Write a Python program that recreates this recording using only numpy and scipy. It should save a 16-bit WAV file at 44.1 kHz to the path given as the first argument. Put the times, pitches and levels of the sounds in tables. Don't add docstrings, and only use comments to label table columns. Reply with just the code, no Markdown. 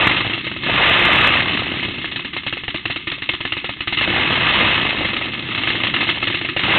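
import sys
import numpy as np
from scipy import signal
from scipy.fft import rfft, irfft
from scipy.io import wavfile
from scipy.ndimage import uniform_filter1d, minimum_filter1d

SR = 44100
rng = np.random.default_rng(int(sys.argv[2]) if len(sys.argv) > 2 else 0)


def voltage_ratio(decibels):
    exponent = np.asarray(decibels, float) / 20
    return 10 ** exponent


def bounce(signal):
    frames = np.transpose(np.atleast_2d(signal))
    limited = np.clip(frames, -1, 1)
    pcm = np.round(limited * 32767).astype(np.int16)
    wavfile.write(sys.argv[1], SR, pcm)


N = 298998

# (time [s], engine speed [cycles/s])
REV_RUNS = [
    [(.01, 22.4), (.15, 28.5), (.3, 18.4)],
    [(.695, 22), (.75, 25.98), (.9, 35), (1.04, 35.8)],
    [(1.049, 37.5), (1.23, 31.2), (1.41, 29.5), (1.7, 18.8), (1.96, 17.1)],
    [(4.01, 15), (4.2, 17.5), (4.4, 21), (4.6, 34), (4.9, 25), (5.11, 25.8)],
    [(6.665, 24.7), (6.77, 33.5)],
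]
# (time [s], peak [dB re overload])
SLAP_PEAKS = [(0.0714, 1), (0.8344, .3), (0.8624, .5), (0.8944, .9), (0.9936, .6), (1.0234, .4),
              (1.0485, 1.3), (1.0755, -1.5), (1.1014, -1.5), (1.1288, .9), (1.1558, .9), (1.1842, .6),
              (1.2126, .7), (1.2434, .6), (1.2725, 1.3), (1.3044, -1.2), (1.3369, .2), (1.3698, .4),
              (1.4042, .2), (4.6094, .2)]
# (frequency [Hz], level [dB per Hz])
AFTERFLOW_SPECTRUM = [(530, -39.5), (900, -17), (1110, -14.5), (1250, -10), (1420, -17.5), (1760, -9),
                      (2190, -3.5), (2390, -12.5), (2680, -2), (3850, -6), (4240, 3), (4600, -51.5),
                      (5980, -70), (10100, -120)]
# (frequency [Hz], level [dB per Hz])
RASP_SPECTRUM = [(380, -8), (480, -1.5), (700, -2), (1000, -6), (1500, -15.5)]
# (frequency [Hz], level [dB per Hz])
RUMBLE_SPECTRUM = [(47, -26.5), (80, -15), (113, -2), (177, -4.5), (306, -4), (385, -10), (500, -23),
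                   (850, -120)]
# (frequency [Hz], width [Hz], level [dB])
NARROW_PEAKS = [(1200, 7.8, 9), (1600, 12, 1), (1740, 16, 6.5), (1954, 33, 3), (2110, 51, 6.5),
                (2573, 43, 8), (2875, 14, -5)]

FLOW_REF_DB = -25
OVERLOAD = .70


def rms_one(x):
    return x / np.sqrt(np.mean(x ** 2) + 1e-20)


def coloured(spectrum, peaks=()):
    hz, db = np.transpose(spectrum)
    grid = np.maximum(np.fft.rfftfreq(N, 1 / SR), 1)
    shape_db = np.interp(np.log(grid), np.log(hz), db)
    for centre, width, top_db in peaks:
        shape_db += top_db / (1 + (2 * (grid - centre) / width) ** 2)
    return rms_one(irfft(rfft(rng.standard_normal(N)) * voltage_ratio(shape_db), N))


def flutter(hz, db):
    r = np.exp(-2 * np.pi * hz / SR)
    wander = signal.lfilter([1], [1, -2 * r, r * r], rng.standard_normal(N + SR))
    return voltage_ratio(db * rms_one(wander[SR:]))


def clicks(times, gains):
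    out = np.full(N, 1e-18)
    np.add.at(out, np.clip((times * SR).astype(int), 0, N - 1), gains)
    return out


def burst(hits, rise, fall):
    a = np.exp(-1 / (max(rise, 1e-4) * SR))
    b = np.exp(-1 / (fall * SR))
    decay = signal.lfilter([1], [1, -b], hits)
    return signal.lfilter([1 - a], [1, -a], decay)


def struck(times, db, modes, spread_db, steady):
    out = 0
    luck = rng.standard_normal((len(times), len(modes), 2))
    for k, (hz, mode_db, t60) in enumerate(modes):
        r, w = voltage_ratio(-60 / (t60 * SR)), 2 * np.pi * hz / SR
        strength = voltage_ratio(db + mode_db + spread_db * luck[:, k, 0])
        hits = clicks(times, strength * np.sign(luck[:, k, 1] + steady))
        out = out + signal.lfilter([0, np.sin(w)], [1, -2 * r * np.cos(w), r * r], hits)
    return out


def crank(run):
    s, speed = np.transpose(run)
    t = np.arange(s[0], s[-1], 1 / SR)
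    return t, np.cumsum(np.interp(t, s, speed)) / SR


def flow_over_ref(times, hiss_db):
    return hiss_db[(times * SR).astype(int)] - FLOW_REF_DB


def revved_firings(hiss_db, rumble_db, throttle):
    # (lag behind the front firing [cycles], level over the hiss [dB], extra at full throttle [dB])
    cylinders = ((0, 9, 5), (.41, 9.5, -1.5))
    rows = []
    for run in REV_RUNS:
        t, cycles = crank(run)
        for lag, over_db, load_db in cylinders:
            at = np.interp(np.arange(lag, cycles[-1]), cycles, t)
            i = (at * SR).astype(int)
            level = over_db + load_db * throttle[i] + hiss_db[i]
            thump = rumble_db[i] + 11 - level
            crack = np.full(len(at), -10.5)
            rows.append(np.c_[at, level, crack, thump])
    rows = np.vstack(rows)
    return rows + rng.standard_normal(rows.shape) * [.0004, 1.8, 3.0, 1.2]


def slow_firings(hiss_db):
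    # (front firing [s], rear delay [ms], front peak [dB], rear peak [dB])
    coasting = [(.3312, 45, -8.5, -14.5), (.4098, 32, -24, -17), (.4662, 46.6, -10, -13.5),
                (.5626, 23, -14, -43), (.633, 29, -11.5, -11.5)]
    idling = [(1.98, 34.1, -13, -17), (2.0423, 34.95, -11.5, -26.5), (2.1143, 44.5, -18, -11),
              (2.1922, 53.9, -16, -11.5), (2.3317, 32.35, -12, -8.5), (2.433, 31.24, -17.5, -8),
              (2.5253, 43.4, -8.5, -14), (2.6342, 44.9, -17.5, -9), (2.7429, 52.2, -6.5, -22.5),
              (2.8535, 44.97, -6, -8), (2.959, 43, -10, -23.5), (3.0703, 44.9, -8, -8),
              (3.179, 40.6, -20, -10), (3.2897, 45.5, -5.5, -11), (3.4043, 46.16, -12, -6.5),
              (3.5206, 46, -7.5, -8.5), (3.6423, 49.1, -7.5, -11), (3.7676, 37.2, -21.5, -10),
              (3.8724, 51.5, -4.5, -4.5), (3.9714, 37.62, 2, 0)]
    fast_idling = [(5.1309, 33, -10, -6), (5.2112, 44, -13.5, -13), (5.3334, 61, -13.5, -18.5),
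                   (5.4236, 23, -17.5, -29), (5.4869, 24.3, -13, -12), (5.5479, 27.7, -8.5, -6.5),
                   (5.6138, 20, -12.5, -11.5), (5.6725, 28, -4, -5.5), (5.752, 22, -8.5, -39),
                   (5.801, 33.5, -10.5, -4), (5.867, 17, -12, -24), (5.9383, 24, -1.5, -8),
                   (6.006, 21, -5, -11.5), (6.0681, 21, -11, -0.5), (6.1559, 27, -18.5, -31),
                   (6.2022, 23.6, -19.5, -4), (6.2704, 29.2, -1.5, -6.5), (6.341, 29.6, -8, -21),
                   (6.412, 34.6, -11, -11), (6.4872, 35, -9, -34), (6.5634, 28, -5, -4.5),
                   (6.6339, 15, -6, -25)]
    s, delay_ms, front_db, rear_db = np.vstack([coasting, idling, fast_idling]).T
    times = np.r_[s, s + delay_ms / 1000]
    peak_db = np.r_[front_db, rear_db]
    luck = rng.random((len(times), 2))
    crack_db = -11 + 8 * np.log(luck[:, 0])
    full_charge_db = -9.5
    thump_db = -20 + 1.1 * np.minimum(peak_db - full_charge_db, 0)
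    thump_db += 3 * (2 * luck[:, 1] - 1)
    thump_db += 0.24 * flow_over_ref(times, hiss_db)
    return np.c_[times, peak_db, crack_db, thump_db - peak_db]


def cracks(times, peak_db, crack_db):
    # (frequency [Hz], level [dB], decay t60 [s])
    mouth_modes = [(1279, -4, 0.045), (1777, 4, 0.018), (2020, -12.5, 0.039), (2170, -5, 0.019),
                   (2650, 8.5, 0.0037), (2828, 0.5, 0.049), (3500, -13, 0.005)]
    hits = clicks(times, voltage_ratio(peak_db + crack_db))
    rasp = voltage_ratio(3.0) * burst(hits, rise=0.0014, fall=0.0046) * coloured(RASP_SPECTRUM)
    return rasp + struck(times + .002, peak_db - 17, mouth_modes, spread_db=4.0, steady=.8)


def gas(hiss_db, light):
    # (frequency [Hz], level [dB per Hz])
    roar_spectrum = [(530, -31.5), (900, -10), (1220, -5), (1440, -8.5), (1730, -6.5), (2020, -4),
                     (2390, -7.5), (2670, -2), (3700, -8.5), (4040, -5), (4400, -12), (5720, -60.5),
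                     (9680, -120)]
    roar_from_db, roar_full_db = -27, -14.5
    heavy = np.clip((hiss_db - roar_from_db) / (roar_full_db - roar_from_db), 0, 1)
    noise = np.sqrt(1 - heavy) * coloured(light, NARROW_PEAKS)
    noise += np.sqrt(heavy) * coloured(roar_spectrum, NARROW_PEAKS)
    top = signal.sosfiltfilt(signal.butter(3, 3300, "high", fs=SR, output="sos"), noise)
    return noise + top * (voltage_ratio(-2.5) * flutter(hz=150, db=4.5) - 1)


def jets(times, peak_db, hiss_db):
    # (frequency [Hz], level [dB per Hz])
    hiss_spectrum = [(530, -29), (900, -20.5), (1060, -23.5), (1280, -5.5), (1480, -16), (2180, -8),
                     (2390, -9.5), (2820, 2), (3420, -21), (3850, 1), (4400, 3), (5720, -58.5),
                     (9680, -120)]
    hits = clicks(times, voltage_ratio(peak_db))
    puff = voltage_ratio(-11) * burst(hits, rise=0.00058, fall=0.016) * gas(hiss_db, hiss_spectrum)
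    tail = voltage_ratio(-12) * burst(hits, rise=0.0012, fall=0.025) * gas(hiss_db, AFTERFLOW_SPECTRUM)
    tail *= flutter(hz=45.6, db=2.0)
    return (puff + tail) * flutter(hz=168, db=2.5)


def thumps(times, db):
    # (frequency [Hz], level [dB], decay t60 [s])
    pipe_modes = [(112, -.5, .075), (200, -4, .05), (250, -4, .06), (335, -2, .12)]
    ring = struck(times + .0015, db - 8, pipe_modes, spread_db=2.2, steady=3.0)
    ring += whoops(times, db - 12.5, from_hz=240, to_hz=365)
    rumble = burst(clicks(times, voltage_ratio(db)), rise=.003, fall=.012) * coloured(RUMBLE_SPECTRUM)
    low_cut = signal.butter(2, 75, "high", fs=SR, output="sos")
    return signal.sosfilt(low_cut, ring + voltage_ratio(-11) * rumble)


def whoops(times, db, from_hz, to_hz):
    t = np.arange(SR // 8) / SR
    hz = to_hz - (to_hz - from_hz) * np.exp(-t / .022)
    swell_and_die = (1 - np.exp(-t / .008)) * np.exp(-t / .03)
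    tone = np.sin(2 * np.pi * np.cumsum(hz) / SR) * swell_and_die
    return signal.fftconvolve(clicks(times, voltage_ratio(db)), tone)[:N]


def glides(slow):
    front, rear = np.split(slow, 2)
    out = 0
    for rows, from_hz, to_hz in ((front, 265, 380), (rear, 205, 315)):
        thump_db = rows[:, 1] + rows[:, 3]
        out = out + whoops(rows[:, 0], thump_db - 7.5, from_hz, to_hz)
    return out


def pushes(slow, hiss_db):
    # (frequency [Hz], level [dB re thump], decay t60 [s])
    push_mode = [(125, -3.5, 0.026)]
    times, peak_db, _, thump_db = slow.T
    db = peak_db + thump_db - 1.1 * (flow_over_ref(times, hiss_db) + 9)
    return struck(times + 0.0017, db, push_mode, spread_db=1.5, steady=3.0)


def slaps():
    # (frequency [Hz], level [dB], decay t60 [s])
    slap_modes = [(1750, -3, .018), (2000, 0, .02), (2220, -2, .018), (2650, -2, .02)]
    times = np.transpose(SLAP_PEAKS)[0]
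    out = 0
    for lag_s, db in ((0, -16.5), (.0015, -15), (.0032, -16.5)):
        out = out + struck(times + lag_s, db, slap_modes, spread_db=1.0, steady=.5)
    return out


def order_tones():
    out = np.zeros(N)
    for run in REV_RUNS:
        t, cycles = crank(run)
        s, speed = np.transpose(run)
        gaining = np.interp(t, s[1:], np.maximum(np.diff(speed) / np.diff(s), 0))
        second_db = -53.5 + 0.35 * np.minimum(gaining, 55)
        tones = voltage_ratio(second_db) * np.sin(4 * np.pi * cycles)
        tones += voltage_ratio(-54) * np.sin(6 * np.pi * cycles)
        tones += voltage_ratio(-50.5) * np.sin(10 * np.pi * cycles)
        start = int(t[0] * SR)
        fade = signal.windows.tukey(len(t), 1800 / len(t))
        out[start:start + len(t)] += np.sqrt(2) * tones * fade
    return out * flutter(hz=4.3, db=-0.5)


def wake(slow):
    outflow = burst(clicks(slow[:, 0], voltage_ratio(slow[:, 1])), rise=0.023, fall=0.054)
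    return voltage_ratio(-27) * outflow * coloured(AFTERFLOW_SPECTRUM, NARROW_PEAKS)


def flow(hiss_db, rasp_db, rumble_db):
    gusts = flutter(hz=24.8, db=2.0)
    hiss = voltage_ratio(hiss_db - 1.5) * flutter(hz=139, db=-2.0) * gas(hiss_db, AFTERFLOW_SPECTRUM)
    rasp = voltage_ratio(rasp_db + 3.5) * flutter(hz=97, db=5.0) * coloured(RASP_SPECTRUM)
    return gusts * (hiss + rasp) + voltage_ratio(rumble_db - 1.5) * coloured(RUMBLE_SPECTRUM)


def drone(over_db):
    # (frequency [Hz], level [dB per Hz])
    drone_spectrum = [(14, -26), (28, -11.5), (50, -10.5), (64, 1), (85, -5.5), (110, -31.5)]
    return voltage_ratio(-43.5 + 0.5 * over_db) * coloured(drone_spectrum)


def squeezed(sound):
    window = SR // 500
    peaks = -minimum_filter1d(-abs(sound), size=window)
    height = uniform_filter1d(peaks, size=window) / .63 + 1e-9
    return sound * np.tanh(height ** 1.5) ** (2 / 3) / height


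def scene():
    # (time [s], flow as hiss [dB], throttle [0-1])
    gas_flow = [(0.0, -10, 0.27), (.13, -20.5, 0.33), (.58, -31, 0.15), (.7, -19.5, 0.55), (.88, -15, 1),
                (1.36, -17.5, 0.47), (1.43, -22.5, .4), (2.05, -28, 0.03), (2.45, -37, 0),
                (3.87, -37.5, .5), (4.1, -19, .5), (4.65, -19, 0.82), (4.95, -24.5, 0.9), (5.4, -26, 0.59),
                (6.02, -25, 1), (6.57, -31.5, 0.38), (6.63, -22.5, 0.8), (6.78, -14.5, 0.96)]
    s, hiss_points, throttle_points = np.transpose(gas_flow)
    t = np.arange(N) / SR
    hiss_db = np.interp(t, s, hiss_points)
    throttle = np.interp(t, s, throttle_points)
    over_db = hiss_db - FLOW_REF_DB
    rasp_db = -47.5 + 1.625 * over_db + 9.5 * throttle
    rumble_db = -31 + np.where(over_db < 0, 0.94, 0.44) * over_db

    slow = slow_firings(hiss_db)
    revved = revved_firings(hiss_db, rumble_db, throttle)
    times, peak_db, crack_db, thump_db = np.vstack([slow, revved]).T
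    sound = cracks(times, peak_db, crack_db)
    sound += jets(times, peak_db, hiss_db)
    sound += thumps(times, peak_db + thump_db)
    sound += glides(slow) + pushes(slow, hiss_db)
    sound += order_tones() + wake(slow)
    sound += flow(hiss_db, rasp_db, rumble_db) + drone(over_db)
    return (squeezed(sound) + slaps())[None]


def swell(x):
    times, peak_db = np.transpose(SLAP_PEAKS)
    span = (times[:, None] * SR).astype(int) + np.arange(-SR // 250, SR // 100)
    edge = SR // 400
    height = abs(x[span[:, edge:-edge]]).max(axis=1)
    swell_db = peak_db - 20 * np.log10(height / OVERLOAD)
    gain_db = np.zeros(N)
    gain_db[span] = swell_db[:, None] * signal.windows.tukey(span.shape[1], .36)
    return x * voltage_ratio(gain_db)


def top_cut(x):
    return signal.sosfilt(signal.butter(12, 15800, fs=SR, output="sos"), x)


def record(dry):
    x = signal.sosfilt(signal.butter(2, 22, "high", fs=SR, output="sos"), dry)
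    x = signal.sosfilt(signal.cheby2(12, 85, 5150, fs=SR, output="sos"), x)
    mix = np.clip(swell(x[0])[None], -OVERLOAD, OVERLOAD)
    return top_cut(mix)


dry = scene()
out = record(dry)
bounce(out)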